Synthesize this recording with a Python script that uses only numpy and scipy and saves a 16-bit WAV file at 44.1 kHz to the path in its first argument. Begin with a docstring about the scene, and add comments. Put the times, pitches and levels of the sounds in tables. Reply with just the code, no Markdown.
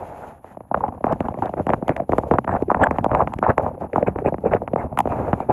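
"""Big drops of wind-driven rain batter an umbrella held just above a phone's microphone, outdoors in a storm.
Each drop sends a bending wave through the taut cloth: treble arrives first, so a tap is a quick falling chirp
with a dull thump behind it. Gusts drag and shake the cloth and throw sheets of small drops, filtered-noise
patter and spray between the big ones. Cloth rustles on the ribs, a few drops strike the microphone housing
itself, and a faint steady hiss lies behind it all; a limiter holds the loudest taps."""
import sys
import numpy as np
from scipy import signal
from scipy.fft import rfft, irfft
from scipy.io import wavfile
from scipy.ndimage import uniform_filter1d, minimum_filter1d

SR = 44100
rng = np.random.default_rng(int(sys.argv[2]) if len(sys.argv) > 2 else 0)


def generate_wav(sig):
    """Save sig (samples, or channels by samples) to the path in sys.argv[1] as 16-bit PCM at SR."""
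    pcm = np.round(np.clip(np.atleast_2d(sig).T, -1, 1) * 32767).astype(np.int16)
    wavfile.write(sys.argv[1], SR, pcm)


N = 243431  # samples
TIME = np.arange(N) / SR  # seconds
SIZE, LEAD = 4096, 512  # samples in one short sound, and the sample in it that marks its moment
FREQS = np.maximum(np.fft.rfftfreq(SIZE, 1 / SR), 1)  # Hz

# travel time in seconds of a 1 kHz wave to the microphone; how it grows toward the bass
LAG_S, LAG_POWER = 0.001772, 0.85

# Colour of the shaking canopy. Each row: frequency in Hz, relative level in dB.
RUMBLE_COLOUR = [(20, -25), (32, -22), (50, 0), (75, 7), (115, 6), (170, 2), (240, 4), (340, -8),
                 (500, -22.5), (900, -59.5)]
# Sheets of small drops thrown by the gusts.
# Each row: start in seconds, length in seconds, relative patter level in dB, relative spatter level in dB.
DROP_SHEETS = [(0.761, 0.052, -28, -48), (0.838, 0.01, -18, -51), (1.057, 0.073, -21.5, -39.5),
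               (1.205, 0.09, -35.5, -51), (1.43, 0.047, -27, -41.5), (1.578, 0.027, -21, -43),
               (1.685, 0.058, -24, -45), (1.892, 0.11, -33, -47.5), (2.108, 0.18, -28.5, -61),
               (2.317, 0.038, -17, -39.5), (2.473, .1, -22.5, -38.5), (2.612, 0.013, -27, -55),
               (2.702, 0.13, -26.5, -47), (2.815, 0.056, -17.5, -37), (2.913, 0.082, -27, -42),
               (3.085, 0.14, -17.5, -41), (3.443, 0.067, -17, -31), (3.577, 0.11, -26, -49.5),
               (3.81, .027, -29, -51), (3.943, 0.075, -25.5, -45), (4.073, 0.004, -16, -27),
               (4.186, 0.024, -29.5, -52), (4.254, 0.036, -19, -39), (4.455, 0.024, -20.5, -41),
               (4.519, 0.047, -24, -37.5), (4.779, 0.058, -24.5, -43.5), (5.1, 0.2, -25.5, -47),
               (5.497, 0.011, -16, -41)]


def big_drops(tap_db=0.0, contact_db=-12, thump_db=3.5, snap_db=-2, tick_db=4, ring_db=-14, echo_db=-16,
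              thump_hz=225, thump_octaves=0.78, snap_hz=1850):
    """Each drop ticks, snaps, chirps and thumps; the ribs send part back and the canopy shudders on."""
    # Big drops on the canopy. Each row: time of the tap in seconds, tap level in dB, tap pitch in Hz,
    # tap width in octaves, thump level in dB, snap level in dB, splash tick level in dB (levels are relative).
    drop_rows = [(0.446, -25.5, 624, 0.48, -43, -44, -61), (0.573, -23.5, 656, 0.23, -32, -45, -71),
                 (0.608, -24.5, 626, 0.42, -38, -44, -72), (0.716, -8.5, 706, 0.35, -24, -50, -63),
                 (0.746, -3, 763, 0.63, -25, -23, -43.5), (0.777, -15.5, 630, 0.21, -28.5, -38, -50.5),
                 (0.841, -8.5, 830, 0.14, -29.5, -41, -60.5), (0.884, -18, 755, 0.13, -23.5, -34, -53),
                 (1.044, -7, 636, 0.6, -14.5, -23, -51), (1.07, -8.5, 720, 0.19, -22, -28, -56),
                 (1.127, -7, 712, 0.37, -15, -40, -39), (1.208, -8, 537, 0.61, -14.5, -23, -35),
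                 (1.287, -12, 820, 0.27, -22, -44, -42.5), (1.344, -21.5, 666, 0.42, -26.5, -33, -58),
                 (1.39, -18.5, 704, 0.41, -22, -34.5, -51), (1.425, -8.5, 850, 0.18, -22.5, -35, -45),
                 (1.46, -15, 697, 0.19, -27, -43, -41.5), (1.496, -17.5, 674, 0.24, -29, -46, -49),
                 (1.54, -12.5, 574, 0.63, -28, -35, -58), (1.6, -11, 540, 0.58, -14, -40, -72),
                 (1.67, -10, 546, 0.69, -19, -24, -41), (1.694, -7.5, 688, 0.63, -15.5, -24, -40),
                 (1.705, -7, 621, 0.23, -28, -16.5, -43), (1.737, -1.5, 679, 0.7, -17, -33, -33.5),
                 (1.827, -12, 463, 0.68, -17, -48, -75), (1.883, -8.5, 732, 0.5, -21, -22, -34),
                 (1.895, -6, 635, 0.27, -15, -11.5, -36), (1.967, -21.5, 660, 0.16, -44, -16.5, -39.5),
                 (2.003, -11, 661, 0.12, -22, -30, -57), (2.096, -7.5, 566, 0.49, -15.5, -38, -48),
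                 (2.124, -7, 435, 0.73, -24, -19, -45), (2.135, -3.5, 635, 0.53, -16, -32, -48),
                 (2.185, 5, 591, 0.63, -11.5, -19, -26), (2.237, -15.5, 690, 0.53, -24, -53, -62),
                 (2.314, -1.5, 453, 0.86, -9.5, -34, -41.5), (2.34, -5, 683, 0.54, -19, -30, -42),
                 (2.387, -2, 799, 0.65, -14.5, -35, -35), (2.448, -18, 470, 0.89, -26, -34, -45),
                 (2.479, -8, 736, 0.63, -23, -32, -57), (2.494, -7.5, 842, 0.52, -22, -39, -66),
                 (2.541, -12, 700, 0.58, -18.5, -40, -58), (2.552, -11, 785, 0.23, -23, -44, -67),
                 (2.626, -7, 385, 0.58, -18.5, -32, -49), (2.687, -16, 370, 0.17, -28, -41, -66),
                 (2.704, 2, 904, 0.28, -32, -25, -41.5), (2.717, -3.5, 638, 0.62, -20.5, -30, -43),
                 (2.748, -4, 852, 0.57, -25, -29, -45), (2.836, -5.5, 824, 0.79, -25, -20, -29.5),
                 (2.871, -3, 717, 0.65, -21, -32, -48), (2.912, -8, 657, 0.47, -15.5, -15.5, -38.5),
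                 (2.987, -5.5, 696, 0.47, -16.5, -18.5, -40), (3.046, -4, 713, 0.53, -31, -31, -33),
                 (3.064, -6, 652, 0.38, -16, -33, -58), (3.117, -13.5, 795, 0.69, -19, -42, -60),
                 (3.151, -5, 766, 0.42, -30, -12.5, -36.5), (3.216, -11, 732, 0.6, -19, -27, -59),
                 (3.276, -10, 729, 0.63, -22, -17, -45), (3.339, -15, 793, 0.34, -32, -22.5, -36.5),
                 (3.391, -18.5, 383, 1, -26, -26, -38), (3.429, -2, 765, 0.51, -20, -23, -52),
                 (3.467, 0, 820, 0.28, -39, -34, -47), (3.582, 1.5, 631, 0.56, -20, -8, -30.5),
                 (3.666, -8.5, 674, 0.52, -22, -37, -61), (3.822, -17, 652, 0.27, -31, -42, -71),
                 (3.935, -18, 540, 0.15, -30, -21, -50.5), (3.961, -5.5, 801, 0.48, -19, -26, -47),
                 (3.983, -5.5, 708, 0.28, -18.5, -42, -66), (4.03, -5.5, 513, 0.2, -19, -22, -63),
                 (4.084, -3.5, 460, 0.43, -14, -32, -56), (4.162, -10, 432, 0.72, -26, -35, -68),
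                 (4.189, -13.5, 524, 0.82, -19.5, -30, -59.5), (4.262, -5.5, 555, 0.31, -14.5, -21, -68),
                 (4.326, -11, 530, 0.35, -19, -55.5, -69), (4.345, -9.5, 454, 0.7, -22, -28.5, -54),
                 (4.385, -22.5, 546, 0.74, -27, -42, -66), (4.442, -11, 481, 0.25, -25, -56, -67),
                 (4.462, -5, 447, 0.28, -21, -50, -71), (4.538, 0.5, 593, 0.31, -33, -10, -49),
                 (4.55, -3.5, 454, 0.35, -15, -31, -39.5), (4.621, -13.5, 540, 0.57, -30.5, -50, -62),
                 (4.679, -13, 726, 0.62, -30, -22, -50), (4.737, -9.5, 592, 0.24, -15, -30, -49),
                 (4.762, -5, 613, 0.5, -25, -27, -51), (4.976, -10.5, 912, 0.56, -23.5, -16, -37.5),
                 (4.991, 1, 868, 0.28, -28, -9.5, -21), (5.006, -3, 808, 0.18, -23.5, -14, -26),
                 (5.058, -9.5, 553, 0.58, -17.5, -43, -53), (5.076, -9.5, 525, 0.62, -38, -33, -55),
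                 (5.124, -12.5, 652, 0.61, -29, -43, -48), (5.333, -1, 524, 0.83, -7.5, -44, -39),
                 (5.405, -11, 765, 0.24, -24, -43.5, -48), (5.5, -24, 585, 0.32, -16, -40, -60)]
    # Colour of a drop's splash. Each row: frequency in Hz, relative level in dB.
    tick_colour = [(1500, 9), (2900, 15), (4200, -1), (5600, -5), (7300, -1), (8800, -10.5), (10800, -3),
                   (12500, -9), (14000, -25.5), (16000, -32)]
    # glide in seconds of a 1 kHz tap; higher taps come from further across the cloth
    glide_1k_s, glide_power = 0.00301, 1.315
    out = np.zeros(N)
    for s, tap, hz, octaves, thump, snap, tick in list(drop_rows) + stray_drops():
        turn = rng.uniform(0, 2 * np.pi)
        glide_s = glide_1k_s / travel(hz) ** glide_power
        landing = s - LAG_S * travel(hz)  # the drop lands before its tap has crossed the cloth
        snap_s = landing + LAG_S * travel(snap_hz)
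        thump_s = landing + LAG_S * travel(thump_hz)
        echo_s = s + 0.0026 + 0.00593 * rng.random()

        add(out, undb(tick + tick_db) * burst(tick_colour, 0.0015), landing)
        add(out, undb(snap + snap_db) * bending_wave(snap_hz, 0.32, LAG_S, turn), snap_s)
        # the broad knock of first contact runs just ahead of the tuned tap
        add(out, undb(tap + contact_db) * bending_wave(1.438 * hz, 0.29, LAG_S, turn), s - 0.0015)
        add(out, undb(tap + tap_db) * bending_wave(hz, octaves, glide_s, turn), s)
        add(out, undb(thump + thump_db) * bending_wave(thump_hz, thump_octaves, LAG_S, turn), thump_s)
        add(out, undb(tap + echo_db) * bending_wave(1.1 * hz, octaves, 2.2 * glide_s, turn), echo_s)
        add(out, undb(thump + ring_db) * burst(RUMBLE_COLOUR, 0.029), s)
    return out


def stray_drops(count=60, start_s=0.73, tap_db=-24, spread_db=3, spread_octaves=0.2, octaves=0.19,
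                thump_db=-12, snap_db=-27, tick_db=-46):
    """Lighter drops that land at random once the rain drives in; rows like those of the big ones."""
    times = rng.uniform(start_s, N / SR, count)
    size, place = np.clip(rng.standard_normal((count, 2)), -2, 2).T
    taps = tap_db + spread_db * size
    pitches = cloth_pitch(times) * 2 ** (spread_octaves * place)
    return [(s, tap, hz, octaves, tap + thump_db, tap + snap_db, tap + tick_db)
            for s, tap, hz in zip(times, taps, pitches)]


def bending_wave(hz, octaves, glide_s, turn):
    """A band of an impact after crossing the cloth, low waves last; peak about 1, near sample LEAD."""
    band = np.exp(-0.5 * (np.log2(FREQS / hz) / octaves) ** 2)
    delay = glide_s * (travel(FREQS) - travel(hz))
    # summing delay over frequency gives the phase that holds each frequency back by that delay
    phase = 2 * np.pi * np.cumsum(delay + LEAD / SR) * SR / SIZE
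    wave = np.fft.ifft(band * np.exp(1j * (turn - phase)), SIZE)
    return wave.real / np.abs(wave).max()


def travel(hz):
    """Travel time of a bending wave relative to one of 1 kHz; below 60 Hz it grows no further."""
    return (1000 / np.maximum(hz, 60)) ** LAG_POWER


def cloth_pitch(s):
    """Pitch in Hz at which the canopy answers a small drop at time s, as wind tightens or slackens it."""
    # Tension of the cloth. Each row: time in seconds, pitch of the small drops in Hz.
    tension = [(0, 784), (1.1, 767), (1.6, 587), (2.3, 522), (2.55, 755), (3.5, 764), (4.0, 540),
               (4.45, 474), (4.8, 676), (5.12, 680), (5.25, 373), (5.5, 630)]
    return np.interp(s, *np.transpose(tension))


def near_splashes():
    """A few drops strike the microphone's housing itself, so close that their treble arrives."""
    # Each row: time in seconds, level in dB.
    splash_rows = [(1.88, -44), (4.9715, -66), (4.9886, -20.5), (5.0032, -36)]
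    # Bright colour of these bursts. Each row: frequency in Hz, relative level in dB.
    bright_colour = [(2000, -17), (5000, -22), (6800, -4), (8900, -8), (10000, 13.5), (12300, 9),
                     (13200, 0), (16000, -19)]
    out = np.zeros(N)
    for s, db in splash_rows:
        add(out, undb(db) * burst(bright_colour, 0.0012), s)
    return out


def gusts(cloth_db=-0.5, rumble_db=-2.0, spatter_db=1.5, spray_db=-1.5, shake_db=-15, mist_db=-56):
    """Each gust drags the cloth, shakes the canopy and throws small drops and spray at it."""
    # Steady rain and wind between the sheets. Each row: time in seconds, then the relative levels in dB
    # of patter, canopy rumble, spatter and spray hiss.
    wind = [(0, -33.5, -41, -55, -57.5), (.31, -36.5, -44, -52, -56), (.41, -58, -50, -75, -77),
            (.46, -47, -51, -60, -60), (.53, -44.5, -45, -60, -59.5), (.57, -54, -47, -76, -72),
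            (.7, -54.5, -48, -69, -80), (.8, -43, -37, -65.5, -71), (1.5, -36, -34.5, -61.5, -59.5),
            (2.05, -44, -41, -69.5, -68), (2.95, -42, -27, -70, -67), (3.36, -44, -32, -62, -62),
            (3.87, -42, -43.5, -67, -72.5), (4.3, -39.5, -31.5, -74.5, -71.5),
            (4.93, -41.5, -34.5, -79, -76), (5.1, -36, -27, -56, -58), (5.41, -32, -39, -53, -58),
            (5.52, -48, -33, -63, -72)]
    # Cloth sliding rather than drops. Each row: time in seconds, share of the power from 0 to 1.
    sliding = [(0, .72), (.5, .72), (.65, .12), (2.5, .2), (3.7, .2), (4.1, .45), (4.8, .55), (4.95, .3),
               (5.15, .82), (5.45, .65)]
    # Colours of the sliding cloth, of fine drops bursting on wet cloth, and of the spray.
    # Each row: frequency in Hz, relative level in dB.
    swish_colour = [(200, -5.5), (350, 4.5), (500, 4), (680, 8.5), (850, 9), (1050, -2.5), (1350, -10.5),
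                    (1700, -22.5), (2200, -22.5), (2750, -28.5), (3400, -63)]
    spatter_colour = [(600, -3.5), (1200, 15), (1650, 11.5), (2100, -0.5), (2700, -9), (3200, -24.5),
                      (4000, -25.5), (6000, -61)]
    spray_colour = [(2500, 10.5), (4000, -4), (5500, -7.5), (7000, 1), (7900, -9), (8600, -14),
                    (9500, -2.5), (10600, -0.5), (11800, 2.5), (12700, -19), (13300, -19.5), (16000, -33)]
    release_s, shudder_s = 0.012, 0.035  # a sheet drains away; the canopy shakes on for longer
    rumble_slope, spray_slope = 0.53, 0.18  # dB of rumble and of spray per dB of a sheet's patter

    s, *columns = np.transpose(wind)
    _, _, force, wet = np.transpose(DROP_SHEETS)
    thrown = (sheet_levels(force, release_s),
              sheet_levels(rumble_slope * force + shake_db, shudder_s),
              sheet_levels(wet, release_s),
              sheet_levels(spray_slope * force + mist_db, release_s))
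    # steady and thrown levels add in power
    levels = [np.hypot(undb(np.interp(TIME, s, column)), sheet) for column, sheet in zip(columns, thrown)]
    cloth_level, rumble_level, spatter_level, spray_level = levels

    share = np.clip(np.interp(TIME, *np.transpose(sliding)), 0, 1)
    flap = flutter(60, 5.45) * (1 - share ** 2) + share ** 2  # sliding cloth is steadier than flapping cloth
    flurry = flutter(35, 6) * (1 - share) + share  # the spray comes in flurries while the cloth flaps

    cloth = np.sqrt(1 - share) * patter() + np.sqrt(share) * noise(swish_colour)
    rumble = even(colour(impacts(350, 3.9), RUMBLE_COLOUR), 0.1)
    spatter = even(colour(impacts(450, 3.9), spatter_colour) + 0.31 * noise(spatter_colour), 0.12)
    spray = colour(impacts(1800, 3.6) + 0.35 * rng.standard_normal(N), spray_colour)

    out = flap * cloth_level * undb(cloth_db) * cloth
    out += flap * rumble_level * undb(rumble_db) * rumble
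    out += flap * spatter_level * undb(spatter_db) * spatter
    return out + flurry * spray_level * undb(spray_db) * spray


def patter(rate=70, spread_db=5, low_hz=340, high_hz=950, octaves=0.26, focus_octaves=0.54):
    """Small drops on eight panels, the tighter the higher; those near the cloth's pitch answer most."""
    out, pitch = np.zeros(N), cloth_pitch(TIME)
    for hz in np.geomspace(low_hz, high_hz, 8):
        glide_s = LAG_S * rng.uniform(1.195, 2.624)
        chirp = bending_wave(hz, octaves, glide_s, rng.uniform(0, 2 * np.pi))
        answer = np.exp(-0.5 * (np.log2(hz / pitch) / focus_octaves) ** 2)
        out += signal.fftconvolve(answer * impacts(rate, spread_db), chirp)[LEAD:LEAD + N]
    return even(out, 0.048)


def sheet_levels(dbs, release_s):
    """Gain over time of all the sheets: each swells, holds its level and drains away."""
    attack_s = 0.012
    power = np.zeros(N)
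    for (s, length, _, _), db in zip(DROP_SHEETS, dbs):
        attack = np.clip(1 + (TIME - s) / attack_s, 0, 1)
        release = np.exp(-np.clip((TIME - s - length) / release_s, 0, 20))
        power += (undb(db) * attack * release) ** 2
    return np.sqrt(power)


def rustles(rustle_db=0, ring_db=-28, width=0.093, frame_hz=7700):
    """The wet cloth rubs roughly over the metal ribs and sets them ringing faintly."""
    # Each row: middle in seconds, half length in seconds, rustle level in dB, pitch in Hz.
    rustle_rows = [(.237, 0.0064, -43.5, 1480), (0.496, 0.033, -61, 1820), (1.904, 0.059, -51, 2200),
                   (2.51, 0.057, -43, 1650), (2.834, 0.0078, -41, 3090), (2.839, 0.0028, -7.5, 1626),
                   (3.189, 0.014, -44, 1600), (3.98, .033, -58, 1870), (4.077, 0.0047, -32.5, 2410),
                   (4.271, .008, -38.5, 2370), (4.474, 0.009, -46.5, 2380), (4.798, .012, -44, 1980),
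                   (5.122, 0.05, -53, 2400), (5.2, .03, -64, 2300), (5.274, 0.016, -58, 2220),
                   (5.413, 0.017, -52, 2280)]
    out, age = np.zeros(N), (np.arange(SIZE) - SIZE / 2) / SR
    for s, half_s, db, hz in rustle_rows:
        swell = np.exp(-0.5 * (age / half_s) ** 2) * signal.windows.tukey(SIZE)
        rub = undb(db + rustle_db) * resonance(hz, width)
        ring = undb(db + ring_db) * resonance(frame_hz, 0.037)
        add(out, swell * (rub + ring), s - (SIZE / 2 - LEAD) / SR)
    return out * flutter(120, 0.74)


def resonance(hz, width):
    """Noise in one resonance, width as a share of its pitch; rms 1."""
    shape = np.exp(-0.5 * (np.log(FREQS / hz) / width) ** 2)
    y = irfft(rfft(rng.standard_normal(SIZE)) * shape, SIZE)
    return y / y.std()


def hiss(level_db=-72.5):
    """Steady high hiss of the microphone: smooth coloured noise."""
    # Each row: frequency in Hz, relative level in dB.
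    hiss_colour = [(3000, -25.5), (6000, -30), (7000, -10), (8800, -24), (9800, -3.5), (10600, 10),
                   (11900, 5), (12700, -16), (13200, -26), (16000, -28.5)]
    return undb(level_db) * noise(hiss_colour)


def flutter(rate_hz, depth_db):
    """A gain that wanders between random levels drawn rate_hz times a second; mean power 1."""
    steps = rng.standard_normal(size=2048)
    wander = np.interp(TIME * rate_hz, np.arange(len(steps)), steps)
    gain = undb(depth_db * np.clip(wander, -2, 2))
    return gain / np.sqrt(np.mean(gain ** 2))


def impacts(rate, spread_db):
    """Random impulses, rate a second, of widely differing sizes and either sign."""
    sizes = undb(spread_db * np.clip(rng.standard_normal(N), -2, 2))
    return (rng.random(N) < rate / SR) * sizes * rng.choice([-1, 1], N)


def burst(points, decay_s):
    """Coloured noise that starts at about level 1 and dies away."""
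    age = (np.arange(SIZE) - LEAD) / SR
    fade = (age >= 0) * np.exp(-np.abs(age) / decay_s)
    return colour(rng.standard_normal(SIZE) * fade, points) * np.sqrt(np.mean(fade ** 2))


def noise(points):
    """Smooth noise of the given colour; rms 1."""
    return colour(rng.standard_normal(N), points)


def colour(x, points):
    """Filter by a (Hz, dB) spectrum; the result has rms 1."""
    hz, db = np.transpose(points)
    f = np.maximum(np.fft.rfftfreq(len(x), 1 / SR), 1)
    y = irfft(rfft(x) * undb(np.interp(np.log(f), np.log(hz), db)), len(x))
    return y / y.std()


def even(x, span_s):
    """Hold the rms near 1 over span_s seconds, keeping the finer grain."""
    k = max(int(span_s * SR), 2)
    power = uniform_filter1d(uniform_filter1d(x * x, k), k)
    return x / np.sqrt(np.abs(power) + 1e-12)


def add(out, x, s):
    """Mix x into out, with its sample LEAD at time s."""
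    i = int(round(s * SR)) - LEAD
    a, b = max(i, 0), min(i + len(x), N)
    if b > a:
        out[a:b] += x[a - i:b - i]


def undb(db):
    """Decibels to gain."""
    return 10 ** (np.asarray(db) / 20)


def scene():
    """Big drops, close splashes and rustles over the gusts and a faint steady hiss; one channel."""
    return (big_drops() + near_splashes() + rustles() + gusts() + hiss())[None]


def record(dry):
    """A look-ahead limiter holds the hardest taps; then a steep low-pass cuts the top."""
    ceiling, top_hz = 0.68, 13200  # ceiling as a share of full scale, ahead of the low-pass
    hold = int(0.0025 * SR)
    gain = np.minimum(1, ceiling / (np.abs(dry) + 1e-9))
    # the minimum reaches ahead of each peak; two averages smooth the way down and up
    gain = uniform_filter1d(uniform_filter1d(minimum_filter1d(gain, 2 * hold), hold), hold)
    low_pass = signal.ellip(8, 0.2, 70, top_hz, fs=SR, output="sos")
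    return signal.sosfilt(low_pass, dry * gain)


dry = scene()
out = record(dry)
generate_wav(out)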